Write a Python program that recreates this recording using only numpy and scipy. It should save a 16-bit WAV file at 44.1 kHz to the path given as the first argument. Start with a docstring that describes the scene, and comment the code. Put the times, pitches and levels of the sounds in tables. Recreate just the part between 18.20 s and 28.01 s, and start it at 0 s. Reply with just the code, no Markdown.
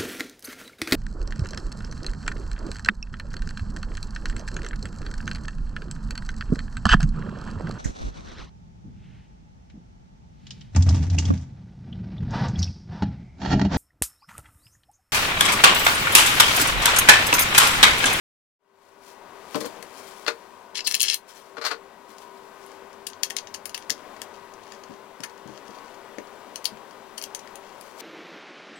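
"""An air rifle is put together on a bench in a small room, heard well to the left.
The hum and rushing air of a fan fade in over filtered noise and wavering tones; sleeve or palm brushes in fine grains.
The wooden stock bumps into its rest, a fitting ticks and small tools clatter: contact noise rings tuned resonances.
A loose steel part scrapes, squeaks and rattles into its seat by stick-slip, and the tools clatter once more.
Last, a hex key ticks and grinds in the stock screw, over a faint rumble while weight bears on it."""
import sys
import numpy as np
from scipy import signal
from scipy.fft import rfft, irfft
from scipy.io import wavfile
from scipy.ndimage import uniform_filter1d

SR = 44100
rng = np.random.default_rng(int(sys.argv[2]) if len(sys.argv) > 2 else 0)


def bounce(signal):
    """Save signal as a 16-bit WAV file at the path given by the first command-line argument."""
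    frames = np.transpose(np.atleast_2d(signal))
    limited = np.clip(frames, -1, 1)
    pcm = np.round(limited * 32767).astype(np.int16)
    wavfile.write(sys.argv[1], SR, pcm)


N = 432621
TIME = np.arange(N) / SR

# spectrum of a bare steel contact: f/Hz, relative level/dB
STEEL_CONTACT = [(200, -44.5), (1300, -20.5), (1800, 5), (2250, -5.5), (2800, 7.5), (3800, -0.5), (5000, 6),
                 (6600, 4), (7900, -6.5), (9600, 2), (11500, -6.5), (16000, -17)]


def undb(db):
    """Turn decibels into amplitude gain."""
    return 10 ** (np.asarray(db) / 20)


def unit(x):
    """Scale to an energy of one."""
    return x / np.sqrt(np.sum(x ** 2))


def steady(x):
    """Scale to an rms of one."""
    return unit(x) * np.sqrt(len(x))


def through(x, response):
    """Pass a sound through an impulse response, keeping its length."""
    return signal.oaconvolve(x, response)[:len(x)]


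def add(track, s, sound):
    """Mix a sound into a track at a time in seconds."""
    part = track[int(s * SR):][:len(sound)]
    part += sound[:len(part)]


def colour(points, size=4096):
    """Minimum-phase impulse response with the given (Hz, dB) spectrum, by way of its cepstrum."""
    hz, db = np.transpose(points)
    bins_hz = np.arange(size // 2 + 1) * SR / size
    level_db = np.interp(np.log(bins_hz + 1), np.log(hz), db)
    cepstrum = irfft(np.log(undb(level_db)))
    # folding the cepstrum forward makes the response causal
    cepstrum[1:size // 2] *= 2
    cepstrum[size // 2 + 1:] = 0
    return unit(irfft(np.exp(rfft(cepstrum))))


def ring(hz, width):
    """One resonance; the wider it is in Hz, the faster it fades."""
    t = TIME[:SR // 2]
    return width * np.exp(-np.pi * width * t) * np.cos(2 * np.pi * hz * t)


def body(spectrum, modes, ring_db):
    """A struck object: a broad crack and the ring of its modes."""
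    ringing = sum(undb(db) * ring(hz, width) for hz, width, db in modes)
    response = undb(ring_db) * unit(ringing)
    add(response, 0, colour(spectrum))
    return unit(response)


def contact(chatter_s, size=4096):
    """One touch: a dying swarm of tiny rebounds."""
    age = TIME[:size] / max(chatter_s, 1e-4)
    rebounds = rng.standard_normal(size)
    return unit(rebounds * np.abs(rebounds) * np.exp(-age))


def soften(x, hz):
    """A softer contact loses the treble above hz."""
    lowpass = signal.butter(1, min(hz, SR / 2 - 1), fs=SR, output="sos")
    return signal.sosfilt(lowpass, x)


def walk(rate):
    """Slow chance: random levels, rate per second, smoothed to a spread of one."""
    k = int(SR / rate)
    levels = np.repeat(rng.standard_normal(N // k + 1), k)[:N]
    return steady(uniform_filter1d(levels, k))


def room(x, wet_db, right_db, low_t60=0.17, high_t60=0.11, gap_s=0.00066, echo_right_db=-12, bass_hz=120, count=2):
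    """Direct sound, count samples earlier on the right, and a short diffuse tail whose bass lasts longest."""
    # small things radiate little bass
    x = signal.sosfilt(signal.butter(2, bass_hz, "high", fs=SR, output="sos"), x)
    t = TIME[:SR // 3]
    onset = 1 - np.exp(-(t / gap_s) ** 2)
    tails = []
    for noise in rng.standard_normal((2, len(t))):
        low = soften(noise, 570)
        tail = low * undb(-60 * t / low_t60) + (noise - low) * undb(-60 * t / high_t60)
        tails.append(undb(wet_db) * through(x, unit(tail * onset)))
    left = x + tails[0]
    right = undb(right_db) * np.roll(x, -count) + undb(echo_right_db) * tails[1]
    return np.array([left, right])


def fan(air_db=-43, hum_db=0, waver_db=1.5, flutter_db=2.5, right_db=-14, diffuse_db=-15, bass_db=-66, rumble_db=-76):
    """Rushing air with wavering tones; the right side hears it partly through the room."""
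    # spectrum of the rushing air: f/Hz, relative level/dB
    air_spectrum = [(25, -10), (55, -23), (90, -12), (125, -13.5), (230, -2), (320, -1), (430, 1.5),
                    (600, 2.5), (790, 0.5), (1030, 1), (1370, -5.5), (2300, -10), (5000, -18.5),
                    (16000, -28)]
    # tones of the motor and blades: f/Hz, wander/Hz, relative rms level/dB
    tones = [(392, 2.2, -50.5), (872, 2.8, -59), (944, 3.28, -57), (969, 2.99, -53.5), (1040, 2.886, -56.5),
             (1097, 3.15, -56.5), (1232, 6.08, -59.5), (1476, 11.88, -60), (1547, 3.95, -62),
             (1937, 1.89, -64), (14250, 40, -82)]
    air, diffuse = (steady(through(rng.standard_normal(N), colour(air_spectrum))) * undb(air_db) for _ in range(2))
    hum = 0
    for hz, wander_hz, db in tones:
        pitch_hz = hz + wander_hz * walk(20)
        tone = np.sin(2 * np.pi * np.cumsum(pitch_hz) / SR)
        hum = hum + undb(db + hum_db) * steady(tone * undb(flutter_db * walk(10)))
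    near = air * undb(waver_db * walk(2.96)) + hum
    far = undb(right_db) * np.roll(near, -2) + undb(diffuse_db) * diffuse
    # two standing waves of the room reach both sides alike
    waves = [(93.0, 22, rumble_db), (212.4, 29, bass_db)]
    boom = sum(undb(db) * steady(through(rng.standard_normal(N), ring(hz, width))) for hz, width, db in waves)
    return np.array([near, far]) + boom


def hiss(db=-73):
    """Each microphone has its own faint hiss: independent white noise."""
    return undb(db) * rng.standard_normal((2, N))


def sweeps(rows):
    """Gain of passing sweeps: each swells to its fastest moment and fades; their powers add."""
    power = np.zeros(N)
    for s, rise_s, fall_s, db in rows:
        away = np.maximum((s - TIME) / rise_s, (TIME - s) / fall_s)
        power += (undb(db) * np.exp(-away)) ** 2
    return np.sqrt(power)


def brushing(grain_db=3, uneven_db=1):
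    """Cloth and skin catch and let go in countless tiny grains."""
    # spectrum of the brushing: f/Hz, relative level/dB
    cloth = [(200, -27), (1000, 0.5), (2500, -0.5), (5000, -1), (9000, -4.5), (16000, -12.5)]
    # a sleeve or palm passing over the stock: fastest at t/s, speeding up/s, slowing down/s, relative level/dB
    passes = [(0.64, 0.058, 0.11, -52.5), (0.88, 0.053, 0.039, -42), (1.36, 0.075, 0.17, -42),
              (1.358, 0.008, 0.01, -33), (1.41, 0.006, 0.015, -37), (1.457, 0.005, 0.017, -35),
              (1.78, 0.063, 0.25, -41.5), (3.09, 0.009, 0.03, -36), (3.15, 0.036, 0.14, -43.5),
              (3.9, 0.012, 0.05, -48), (4.02, 0.04, 0.023, -47), (4.45, 0.45, 0.085, -54),
              (9.66, 0.12, 0.14, -52), (9.805, 0.018, 0.05, -35.5)]
    grains = rng.standard_normal(N) * undb(grain_db * walk(600) + uneven_db * walk(24.68))
    rustle = steady(through(grains, colour(cloth)))
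    return room(rustle * sweeps(passes), wet_db=-3.5, right_db=-39)


def stock(blow_db=23.0, thud_db=-3, thud_hz=600, grip_shift=0.028):
    """Dull bumps of the wooden stock in its padded rest: the weight lands softly while the surfaces chatter."""
    # bumping and dragging in the rest: t/s, relative level/dB, hardness f/Hz, chatter decay/s
    bumps = [(1.346, -21.5, 1200, 0.0013), (1.352, -15, 990, 0.011), (1.365, -21, 600, 0.024),
             (1.392, -41, 400, .008), (1.412, -24, 2500, 0.0057), (1.425, -29, 600, .012),
             (1.445, -22, 2000, 0.012), (1.459, -28, 600, .014), (1.568, -36, 2500, .005),
             (1.589, -37, 250, 0.0077), (3.891, -41, 400, .008), (5.712, -30.5, 220, 0.0097),
             (6.695, -29.5, 80, 0.011), (7.001, -32, 110, 0.01), (7.255, -32.5, 130, 0.01),
             (7.291, -31, 110, 0.022), (7.49, -33, 300, 0.012), (7.983, -25, 420, .005),
             (8.52, -33.5, 119, 0.02)]
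    # resonances of the stock: f/Hz, width/Hz, relative level/dB
    wood_modes = [(141, 9.4, -7), (193, 39, -16), (243, 43, 2.5), (308, 18, 5.5), (463.5, 15.4, 13),
                  (518, 12, -7), (574, 15, 7.5), (1070, 65, 0.5)]
    # spectrum of its bare contact: f/Hz, relative level/dB
    wood_contact = [(50, -54), (110, -19.5), (210, 0.5), (520, -2), (750, -8.5), (1200, -2), (2500, -9.5),
                    (5000, 3.5), (16000, -32)]
    track = np.zeros(N)
    for s, db, hz, chatter_s in bumps:
        # the hands hold it differently each time, which shifts its resonances a little
        held = [(f * np.exp(grip_shift * rng.standard_normal()), width, mode_db) for f, width, mode_db in wood_modes]
        wood = body(wood_contact, held, ring_db=-6)
        thud = undb(thud_db) * unit(soften(soften(wood, thud_hz), hz))
        chatter = unit(through(soften(wood, hz), contact(chatter_s)))
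        bump = unit(soften(thud + chatter, 2 * hz))
        add(track, s, undb(db + blow_db) * bump)
    return room(track, wet_db=-5.0, right_db=-18.0, echo_right_db=-7.5)


def ticks(rows, modes, ring_db, creep_db, creep_s=0.003, place_db=2, size=1024, count=300):
    """Each tick is a swell of tiny slips, with creep from count samples before; its place decides which modes ring."""
    track = np.zeros(N)
    t = (np.arange(size) - count) / SR
    for s, db, build_s, body_db, treble_db in rows:
        age = np.maximum(t, 0) / max(build_s, 1e-4)
        creep = undb(creep_db) * np.exp(-np.abs(t - build_s) / creep_s)
        swell = age * np.exp(1 - age) + creep
        slips = rng.standard_normal(size) * swell
        struck = [(hz, width, mode_db + place_db * rng.standard_normal()) for hz, width, mode_db in modes]
        tint = colour([(2000, body_db), (2700, 0), (6500, 0), (9000, treble_db)])
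        tick = unit(through(through(body(STEEL_CONTACT, struck, ring_db), slips), tint))
        add(track, s + t[0], undb(db) * tick)
    return track


def fidgets(db=-41, spread_db=3, build_s=0.0012, body_db=6, treble_db=-4, count=20):
    """Rows of faint ticks at chance moments, as the key shifts in its socket."""
    from_s, until_s = 4.4, 9.75  # the key is in the hand
    rows = []
    for when, force in rng.random((count, 2)):
        s = from_s + when * (until_s - from_s)
        rows.append((s, db + spread_db * (2 * force - 1), build_s, body_db, treble_db))
    return rows


def sliding(modes, ring_db, dull_hz, slip_spread_db=5, slips_per_s=3000):
    """Stick-slip friction: a dense, uneven train of slips ringing the steel."""
    moments = rng.random(N) < slips_per_s / SR
    slips = moments * rng.choice([-1, 1], N) * undb(slip_spread_db * rng.standard_normal(N))
    dulled = soften(soften(slips, dull_hz), dull_hz)
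    return steady(through(dulled, body(STEEL_CONTACT, modes, ring_db)))


def strokes(rows, attack_share, release_s):
    """Gain of sliding strokes: each gathers speed over a share of its length, holds, then dies away."""
    gain = np.zeros(N)
    for s, length_s, db in rows:
        attack = np.clip((TIME - s) / (attack_share * length_s), 0, 1)
        release = np.exp(-np.maximum(TIME - s - length_s, 0) / release_s)
        gain += undb(db) * attack * release
    return gain


def steel(tick_db=18, grind_db=-2):
    """Small fittings tick, and the hex key ticks and grinds in the screw head, ringing the steel action."""
    # key, screw and fittings: t/s, relative level/dB, build-up/s, extra body/dB, extra treble/dB
    clicks = [(1.6252, -26.5, 0.0016, 13, 6), (3.9835, -34, 0.00055, 1, 0), (4.4635, -39, 0.0005, 15, 19),
              (4.867, -17, 0.002, -6, 4.5), (4.899, -34, 0.0015, -2, -4), (4.9334, -32.5, 0.0002, 3, -22),
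              (5.0332, -7.5, 0.00056, 5, 4), (5.0369, -21, 0.00041, -3, 0), (5.1005, -23, 0.001, 3, 6),
              (5.1054, -18, 0.00043, 7, -7), (5.1658, -12.5, 0.00097, 3.5, -1.5),
              (5.1846, -18.5, 0.0015, 1, -18), (5.2712, -29, 0.0011, 7, -10),
              (5.3405, -19, 0.0036, 3.5, -2.5), (5.455, -19, 0.0016, 7, 10), (5.4936, -28.5, 0.0015, 3, 3),
              (5.5448, -15.5, 0.0018, 4.5, -2.5), (5.5767, -24.5, 0.0011, 14, 5),
              (5.6972, -15.5, 0.00064, 17.5, 3.5), (5.7033, -8.5, 0.00045, -6, -3),
              (6.0168, -21, 0.001, 6, 5), (6.5207, -30, 0.001, 12, -4), (6.6354, -34, 0.0017, 9, -9),
              (7.0044, -31, 0.00075, 9, -4), (7.0336, -17.5, 0.0039, 15.5, 1),
              (7.9844, -26, 0.00041, 20, -10), (8.358, -20, 0.00072, -6, 0), (8.4434, -24, 0.0009, -1.5, 8),
              (8.4553, -8.5, 0.00017, -8, -3), (8.9781, -20, 0.0023, -7, 4),
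              (9.0145, -24.5, 0.00088, -2, -8), (9.0245, -24, 0.00048, 0, 7),
              (9.0391, -19.5, 0.00037, -9, -3), (9.1483, -18.5, 0.0008, 0, 2), (9.191, -32, 0.002, -2, -3),
              (9.2735, -33.5, 0.00096, 18, -5), (9.3562, -29, 0.00041, -27, 1.5),
              (9.6113, -31.5, 0.00032, 8, 10)]
    # turns that grind the screw in its thread: t/s, length/s, relative level/dB
    turns = [(4.4, 0.16, -53.5), (5.6, 0.034, -46), (5.76, 0.037, -49.5), (6.13, 0.05, -50),
             (6.41, 0.16, -49.5), (6.68, 0.07, -52.5), (7.28, 0.1, -48.5), (7.44, 0.12, -51.5),
             (7.62, 0.13, -56), (9.42, 0.11, -53)]
    # resonances of the action: f/Hz, width/Hz, relative level/dB
    action_modes = [(1830, 115, 8), (2270, 72, 4), (2700, 83, 10), (3260, 130, 3.5), (3820, 27, 0),
                    (4560, 130, 4.5), (4930, 37, 6.5), (5200, 43, -15), (6060, 180, 1), (6550, 22, -18),
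                    (6720, 63, -4), (7250, 25, -4), (8400, 100, -10), (9360, 110, -12), (12250, 131, -5)]
    track = undb(tick_db) * ticks(clicks + fidgets(), action_modes, ring_db=-6.5, creep_db=-19.5)
    grind = sliding(action_modes, ring_db=-3, dull_hz=7000, slip_spread_db=7, slips_per_s=700)
    turning = strokes(turns, attack_share=0.14, release_s=0.015)
    return room(track + undb(grind_db) * turning * grind, wet_db=-5.5, right_db=-29.0)


def bench(blow_db=21, light_share=0.083):
    """Tools chatter and drag on the hollow bench top; the harder the contact, the less bass it moves."""
    # small tools set down and picked up: t/s, relative level/dB, hardness f/Hz, chatter decay/s
    clatter = [(2.0644, -20, 4000, 0.0052), (2.076, -13.5, 4930, 0.016), (2.081, -10, 3000, 0.005),
               (3.369, -21, 900, 0.0094), (3.381, -20, 300, 0.0069), (3.414, -16.5, 4000, 0.022),
               (3.441, -15.5, 3000, 0.017), (3.45, -9.5, 8160, 0.019), (3.464, -11, 7960, 0.011),
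               (3.506, -15.5, 3000, 0.017), (3.513, -14, 4000, 0.0094), (3.533, -26, 1200, 0.0051)]
    # resonances of the bench top: f/Hz, width/Hz, relative level/dB
    top_modes = [(334, 12, -4.5), (464, 11, 5.5), (616, 12, 6), (706, 32, -6), (1165, 20, 9),
                 (1250, 42, -1), (1434, 55, 2), (1720, 67, -2), (2620, 110, -21), (4300, 400, -6)]
    # spectrum of its bare contact: f/Hz, relative level/dB
    top_contact = [(100, -43), (400, -1.5), (700, -4.5), (900, -3), (1250, 1), (2000, -3), (3300, -7.5),
                   (4500, -2.5), (6000, -9), (8000, -15), (16000, -17.5)]
    track = np.zeros(N)
    top = body(top_contact, top_modes, ring_db=-7.5)
    for s, db, hz, chatter_s in clatter:
        struck = soften(top - soften(top, light_share * hz), hz)
        add(track, s, undb(db + blow_db) * unit(through(struck, contact(chatter_s))))
    return room(track, wet_db=-4.5, right_db=-16)


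def loose_part(knock_db=20, scrape_db=-1, squeak_width_hz=350, glint_db=6):
    """A steel part scrapes, squeaks as it binds and rattles into its seat, by slips that ring its modes."""
    # knocks into place: t/s, relative level/dB, build-up/s, extra body/dB, extra treble/dB
    rattle = [(2.5535, -20.5, 0.0016, -21, -27), (2.5909, -20.5, 0.00099, 9, -23),
              (2.6062, -21, 0.00046, -8, -20), (2.6712, -10.5, 0.0014, -21, 7),
              (2.6748, -10.5, 0.0021, -0.5, 1), (2.7117, -13.5, 0.0011, 0, 3), (2.7226, -17, 0.00083, 2, 6),
              (2.7433, -6, 0.00023, 1, -7), (2.75, -8.5, 0.0004, -11, 7), (2.7529, -14, 0.00093, 0, -4),
              (2.7978, -16, 0.0005, -10, -1), (2.8049, -5.5, 0.0002, -9, 3.5),
              (2.8139, -4.5, 0.00028, -12, -1), (2.8194, -5.5, 0.0005, -11, 23),
              (2.83, -3.5, 0.00058, -17, 5), (2.8827, -6.5, 0.00088, -9, -15),
              (2.8999, -3.5, 0.00019, -9, -2), (2.9327, -16, 0.00046, -7, -1),
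              (2.9435, -6.5, 0.00039, -8, 6.5)]
    # pushes that slide it along: t/s, length/s, relative level/dB
    pushes = [(2.544, 0.042, -27), (2.668, 0.039, -31), (2.705, 0.018, -37), (2.752, 0.023, -27.5),
              (2.812, 0.13, -15.5)]
    # squeaks as it binds: t/s, length/s, f/Hz, relative level/dB
    squeaks = [(2.64, 0.03, 4870, -30.5), (2.665, 0.0087, 4180, -21)]
    # resonances of the part: f/Hz, width/Hz, relative level/dB
    part_modes = [(1810, 80, 2), (2230, 78, -1), (2690, 57, 7.5), (3150, 210, -5.5), (3250, 170, 1.5),
                  (4230, 220, 6), (4720, 71, 3), (5180, 110, 4), (6060, 65, -14), (5900, 110, -28),
                  (7060, 81, -1.5), (8640, 240, -12), (10900, 260, -13)]
    track = undb(knock_db) * ticks(rattle, part_modes, ring_db=0.0, creep_db=-15)
    pushing = strokes(pushes, attack_share=0.29, release_s=0.0095)
    track += undb(scrape_db) * pushing * sliding(part_modes, ring_db=-1.0, dull_hz=10700)
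    for s, length_s, hz, db in squeaks:
        squeak = through(rng.standard_normal(int(length_s * SR)), ring(hz, squeak_width_hz))
        add(track, s, undb(db) * steady(squeak * signal.windows.tukey(len(squeak))))
    left, right = room(track, wet_db=-7.0, right_db=-16.5, echo_right_db=-11.0)
    # the top treble spreads to the right
    glint = undb(glint_db) * (right - soften(right, 15400))
    return np.array([left, right + glint])


def leaning(hz=90, width_hz=35, right_db=-6):
    """The rest and bench rumble faintly, as twice-resonated noise, while weight bears on the key."""
    # bearing down on the key: t/s, length/s, relative level/dB
    leans = [(4.6, 1.97, -67)]
    resonance = ring(hz, width_hz)
    rumble = steady(through(through(rng.standard_normal(N), resonance), resonance))
    return rumble * strokes(leans, attack_share=0.27, release_s=0.15) * undb([[0], [right_db]])


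def scene():
    """All sources in the room, faded in from silence."""
    fade_from_s, fade_s, overall_db = 0.39, 0.7, -0.5
    fade = undb(overall_db) * np.clip((TIME - fade_from_s) / fade_s, 0, 1)
    return (fan() + hiss() + brushing() + stock() + steel() + bench() + loose_part() + leaning()) * fade


def record(dry, threshold_db=-24, squeeze=0.54, window_s=0.072, release_db_per_s=5):
    """Gain control led by the left side ducks under loud sounds and creeps back; peaks clip and the top is cut."""
    top_hz = 16000
    size = int(window_s * SR)
    # mean power over the window just past
    power = uniform_filter1d(dry[0] ** 2, size, origin=(size - 1) // 2)
    power_db = 10 * np.log10(np.abs(power) + 1e-12)
    over_db = squeeze * np.maximum(power_db - threshold_db, 0)
    # ducks at once, then recovers at a steady rate
    recovery_db = release_db_per_s * TIME
    duck_db = np.maximum.accumulate(over_db + recovery_db) - recovery_db
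    clipped = np.clip(dry * undb(-duck_db), -1, 1)
    return signal.sosfilt(signal.ellip(8, .2, 70, top_hz, fs=SR, output="sos"), clipped)


dry = scene()
out = record(dry)
bounce(out)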